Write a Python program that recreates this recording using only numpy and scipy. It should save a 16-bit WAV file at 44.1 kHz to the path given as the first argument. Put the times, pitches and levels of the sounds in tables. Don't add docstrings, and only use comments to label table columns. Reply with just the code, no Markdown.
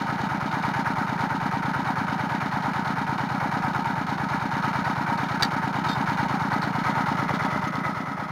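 import sys
import numpy as np
from scipy import signal
from scipy.io import wavfile
from scipy.ndimage import uniform_filter1d

SR = 44100
rng = np.random.default_rng(int(sys.argv[2]) if len(sys.argv) > 2 else 0)


def output_pcm(signal):
    pcm = np.clip(np.atleast_2d(signal).T, -1, 1) * 32767
    wavfile.write(sys.argv[1], SR, np.round(pcm).astype(np.int16))


def field_ratio(decibels):
    return 10 ** (np.asarray(decibels, dtype=float) / 20)


N = 366471


def rms_one(x):
    return x / np.sqrt(np.mean(x ** 2) + 1e-20)


def resonance(x, hz, width):
    r = np.exp(-np.pi * width / SR)
    top = [(1 - r * r) / 2, 0, (r * r - 1) / 2]
    return signal.lfilter(top, [1, -2 * r * np.cos(2 * np.pi * hz / SR), r * r], x)


def twice(x, hz, width):
    return resonance(resonance(x, hz, width), hz, width)


def fading(clicks, t60):
    return signal.lfilter([1], [1, -field_ratio(-60 / (t60 * SR))], clicks)


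def ring(clicks, hz, t60):
    r, w = field_ratio(-60 / (t60 * SR)), 2 * np.pi * hz / SR
    return signal.lfilter([0, np.sin(w)], [1, -2 * r * np.cos(w), r * r], clicks + 1e-18)


def ground_rumble():
    # resonance in Hz, width in Hz, level in dB.
    ground = [(24, 10, 0.5), (50, 69, 1.5), (127, 150, 8.2), (230, 173, 9.9), (346, 56, 7)]
    return rms_one(sum(field_ratio(db) * twice(rng.standard_normal(N), hz, width) for hz, width, db in ground))


def ticks():
    # start in seconds, peak level in dB, resonance in Hz, width in Hz.
    loose_links = [
        (4.846, -31, 4200, 1100),
        (4.903, -48, 6300, 293),
        (5.1757, -32.5, 4200, 900),
        (6.457, -50, 6300, 300),
        (6.53, -34, 4300, 600),
        (6.619, -29, 4270, 1000),
        (6.635, -29.5, 4200, 1100),
        (6.655, -36, 3900, 900),
        (6.685, -40, 4200, 900),
        (7.674, -44, 6300, 250),
    ]
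    out, length = np.zeros(N), 900
    for s, db, hz, width in loose_links:
        scratch = rng.standard_normal(length) * field_ratio(-60 * np.arange(length) / (0.045 * SR))
        sound = twice(scratch, hz, width)
        start = round(s * SR)
        out[start:start + length] += field_ratio(db) * sound / np.max(np.abs(sound))
    return out


def steel_contacts(hits, modes, crack_db):
    at = [round(s * SR) for s, db in hits]
    hit_db = np.array(hits)[:, 1]
    out, clicks = np.zeros(N), np.zeros(N)
    for hz, level_db, t60 in modes:
        clicks[at] = field_ratio(hit_db + level_db + rng.normal(0, 2.0, len(at)))
        out += ring(clicks, hz, t60)
    clicks[at] = field_ratio(hit_db + crack_db)
    return out + rng.standard_normal(N) * fading(clicks, 0.01)


def dropped_wrench():
    # contact time in seconds, peak level in dB.
    clank_hits = [(5.4238, -17.5), (5.4246, -15), (5.4298, -15.5), (5.4318, -13), (5.4335, -19),
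                  (5.4395, -27), (5.4445, -32), (5.4485, -27), (5.4505, -24), (5.456, -34), (5.463, -47)]
    clink_hits = [
        (5.8865, -33.5),
        (5.891, -31),
        (5.896, -35),
        (5.9025, -39),
        (5.915, -36),
        (5.926, -38),
        (5.932, -37),
    ]
    # pitch in Hz, level in dB, ring time t60 in seconds.
    clank_modes = [(1370, -19, 0.08), (1726, -6, .05), (1873, -11, 0.06), (2270, -11, 0.029),
                   (2800, -19, 0.042), (3150, -19, 0.059), (3630, -23, 0.051), (3880, -3.5, 0.014),
                   (3980, -19, 0.031), (4485, -4.5, 0.028), (4600, -10, 0.028), (5550, -15, 0.023),
                   (5750, -23, .03), (6724, -29, .04)]
    clink_modes = [(3225, -11, 0.05), (3670, 2, 0.09), (3780, -13, .08), (4161, -9, .07), (4470, -4, .07),
                   (4970, -6, .08), (5840, -14, .05), (7542, -12, .1)]
    clank = steel_contacts(clank_hits, clank_modes, crack_db=-11)
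    return clank + steel_contacts(clink_hits, clink_modes, crack_db=-5)


def crank():
    # time in seconds, speed in cycles per second.
    idle_speed = [
        (1.9, 8.9954),
        (3.75, 9.0208),
    ]
    first_cycle_s = -0.0278
    s = first_cycle_s + np.arange(8450) / 1000
    speed = np.interp(s, *np.transpose(idle_speed))
    return s, (np.cumsum(speed) - speed[0]) / 1000


def each_cycle(place, spread_db, jitter_s):
    s, turns = crank()
    cycles = 77
    chance = rng.standard_normal((cycles, 2))
    at = np.interp(np.arange(cycles) + place, turns, s, left=9, right=9)
    at = at + jitter_s * chance[:, 0]
    inside = (at >= 0) & (at < (N - 1) / SR)
    clicks = np.full(N, 1e-18)
    clicks[(at[inside] * SR).astype(int)] = field_ratio(spread_db * chance[inside, 1])
    return clicks


def firing_strength():
    cycle = (np.interp(np.arange(N) / SR, *crank()) + 0.17).astype(int)
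    strength = field_ratio(0.6 * rng.standard_normal(78))
    return uniform_filter1d(strength[cycle], size=90)


def shaking(blows, loose_db):
    power = field_ratio(-240 * np.arange(N) / SR)
    for place, db, t60 in blows:
        blow = field_ratio(db) * each_cycle(place, spread_db=loose_db, jitter_s=0.00054)
        power = power + fading(blow ** 2, t60 / 2)
    return np.sqrt(uniform_filter1d(power, size=110))


def frame_shaking():
    # place in cycle 0-1, level in dB, t60 of the shaking in seconds.
    frame_blows = [
        (.834, 1.5, 0.25),
        (.95, 3, 0.2),
        (.05, -3.5, 0.25),
        (.15, -1, 0.42),
        (.27, -2.5, 0.32),
        (.392, -2, 0.11),
        (.472, -7, 0.2),
        (.61, -5, 0.17),
    ]
    return shaking(frame_blows, loose_db=1.0)


def valve_tapping():
    # place in cycle 0-1, level in dB, t60 of the shaking in seconds.
    valve_blows = [
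        (.855, 0, .13),
        (.95, -3.5, .16),
        (.088, 1, .2),
        (.25, -7, .16),
        (.375, -.5, .12),
        (.425, -2, .18),
        (.56, -8.5, .15),
        (.665, -6, .08),
    ]
    return shaking(valve_blows, loose_db=1.5)


def knocking():
    # place in cycle 0-1, level in the casing in dB, level in frame and valves in dB.
    seat_knocks = [
        (.845, -12, 0),
        (.905, -1, -4),
        (.975, 0, -6),
        (.09, -8, -5),
        (.165, -6, -9),
        (.25, -8, -9),
        (.375, -4, 0),
        (.44, -9, -5),
        (.525, -12, -4),
        (.655, -14, -4),
    ]
    hits = np.array([each_cycle(row[0], spread_db=1.8, jitter_s=0.00006) for row in seat_knocks])
    return field_ratio(np.array(seat_knocks)[:, 1:].T) @ hits


def clatter(modes, shake, knocks, per_s, grain_db, repeat, knock_db):
    # time in seconds, how far the microphone has turned aside (0 not at all, about 1 aside).
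    turning = [
        (6.3, 0.25),
        (7.0, 0.63),
        (7.4, 0.97),
        (8.31, 1.14),
    ]
    t = np.arange(N) / SR
    angle = (np.interp(t, *crank()) % 1 * 4890).astype(int)
    turned = np.interp(t, *np.transpose(turning))
    sizes = field_ratio(grain_db * np.minimum(rng.exponential(1, (2, N)), 4)) * rng.standard_normal((2, N))
    grains = rms_one((rng.random((2, N)) < per_s / SR) * sizes)
    out = 0
    for k, (hz, width, db, turned_db) in enumerate(modes):
        fresh = grains[k % 2]
        rattle = np.sqrt(1 - repeat) * fresh + np.sqrt(repeat) * fresh[angle]
        struck = shake * rattle + field_ratio(knock_db) * knocks
        out = out + field_ratio(db + turned_db * turned) * twice(struck, hz, width)
    return rms_one(out)


def valve_rattle(tapping, sharp):
    # resonance in Hz, width in Hz, level in dB, change in dB once the microphone has turned.
    valve_modes = [(2950, 430, 0.5, -3), (3480, 580, -6, 3.5), (3730, 250, 2.5, -4), (4200, 690, -0.5, -2),
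                   (4610, 640, -6.5, -1.5), (4970, 1300, -10.5, 1.5), (6300, 370, -9.5, -4),
                   (6710, 290, -12, -1)]
    return clatter(valve_modes, tapping, sharp, per_s=4500, grain_db=2.8, repeat=0.02, knock_db=14)


def frame_clatter(shake, sharp):
    # resonance in Hz, width in Hz, level in dB, change in dB once the microphone has turned.
    frame_modes = [(1130, 113, -5.5, 2), (1280, 68, 2.5, 2), (1386, 150, -2, 1), (1493, 246, -0.5, -7),
                   (1675, 95, -3, -3.5), (1878, 176, -7, -0.5), (2006, 84, -9, 5.5), (2072, 156, -13, 4.5),
                   (2256, 263, -9.5, -6)]
    return clatter(frame_modes, shake, sharp, per_s=3000, grain_db=2.2, repeat=0.05, knock_db=21)


def casing_drone(shake, dull):
    # resonance in Hz, width in Hz, level in dB, change in dB once the microphone has turned.
    casing_modes = [(490, 73, -10, 0.5), (603, 193, -13.5, 2), (766.6, 124, -6, -3.5),
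                    (835, 80, -1.5, -5.5), (910, 94.5, 0.5, -6), (966, 130, -9.5, 0)]
    lag_s = 0.00745
    late = np.roll(shake, round(lag_s * SR))
    return clatter(casing_modes, late, dull, per_s=2000, grain_db=2.0, repeat=0.1, knock_db=27)


def puffs():
    # place in cycle 0-1, exhaust push +1 or intake suck -1, level in dB, pipe in Hz, width in Hz.
    valve_events = [
        (0.037, -1, 29, 131.9, 45.3),
        (0.039, -1, 23, 106.3, 50),
        (0.359, 1, 27, 201.2, 97),
        (0.364, 1, 24.5, 269, 39.7),
        (0.643, -1, 27.5, 174, 74.4),
        (0.639, -1, -0.5, 352, 45.3),
    ]
    out = 0
    for place, way, db, hz, width in valve_events:
        pushes = np.sign(way) * field_ratio(db) * each_cycle(place, spread_db=0.45, jitter_s=0.0001)
        out = out + twice(pushes, hz, width)
    mic_low_hz = 85
    return rms_one(signal.sosfilt(signal.butter(3, mic_low_hz, "high", fs=SR, output="sos"), out))


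def scene():
    # time in seconds, level in dB.
    nearness = [
        (5.4, -0.4),
        (6.0, 0.9),
        (7.46, 0.94),
        (7.8, -1.4),
        (8.13, -4.5),
        (8.31, -5.1),
    ]
    # time in seconds, level in dB.
    looseness = [(0.36, -1), (0.92, 1.2), (1.5, 0.2), (3.7, -0.66), (4.25, -1.4), (4.8, 1.1), (5.36, -0.6),
                 (5.9, 0.5), (6.47, -1.1), (7.0, 1.3), (8.31, 1.5)]
    t = np.arange(N) / SR
    near_db = np.interp(t, *np.transpose(nearness))
    loose_db = np.interp(t, *np.transpose(looseness))
    puff_level = field_ratio(-29.5 + near_db)
    casing_level = field_ratio(-29 + near_db + 0.52 * loose_db)
    frame_level = field_ratio(-31 + near_db + 0.78 * loose_db)
    valve_level = field_ratio(-46 + near_db + 0.34 * loose_db)

    burn = firing_strength()
    shake, tapping = burn * frame_shaking(), burn * valve_tapping()
    dull, sharp = knocking()
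    engine = puff_level * (puffs() + field_ratio(-9.5) * ground_rumble())
    engine += casing_level * casing_drone(shake, dull)
    engine += frame_level * frame_clatter(shake, sharp)
    engine += valve_level * valve_rattle(tapping, sharp)
    return (engine + ticks() + dropped_wrench())[None]


def band_limit(x):
    return signal.sosfilt(signal.butter(12, 16410, fs=SR, output="sos"), x)


def record(dry):
    mic_top_hz, recorder_top_hz = 6950, 15740
    mic = signal.sosfilt(signal.ellip(8, 0.5, 50, mic_top_hz, fs=SR, output="sos"), dry)
    mic = signal.sosfilt(signal.butter(1, 30, "high", fs=SR, output="sos"), mic)
    mic = signal.lfilter(*signal.iirnotch(492, 6, SR), mic)
    fast = signal.resample_poly(mic, 160, 147, axis=1, padtype="line")
    held = fast[:, np.arange(N) * 160 // 147]
    mix = signal.sosfilt(signal.ellip(12, 0.5, 70, recorder_top_hz, fs=SR, output="sos"), held)
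    return band_limit(mix)


dry = scene()
out = record(dry)
output_pcm(out)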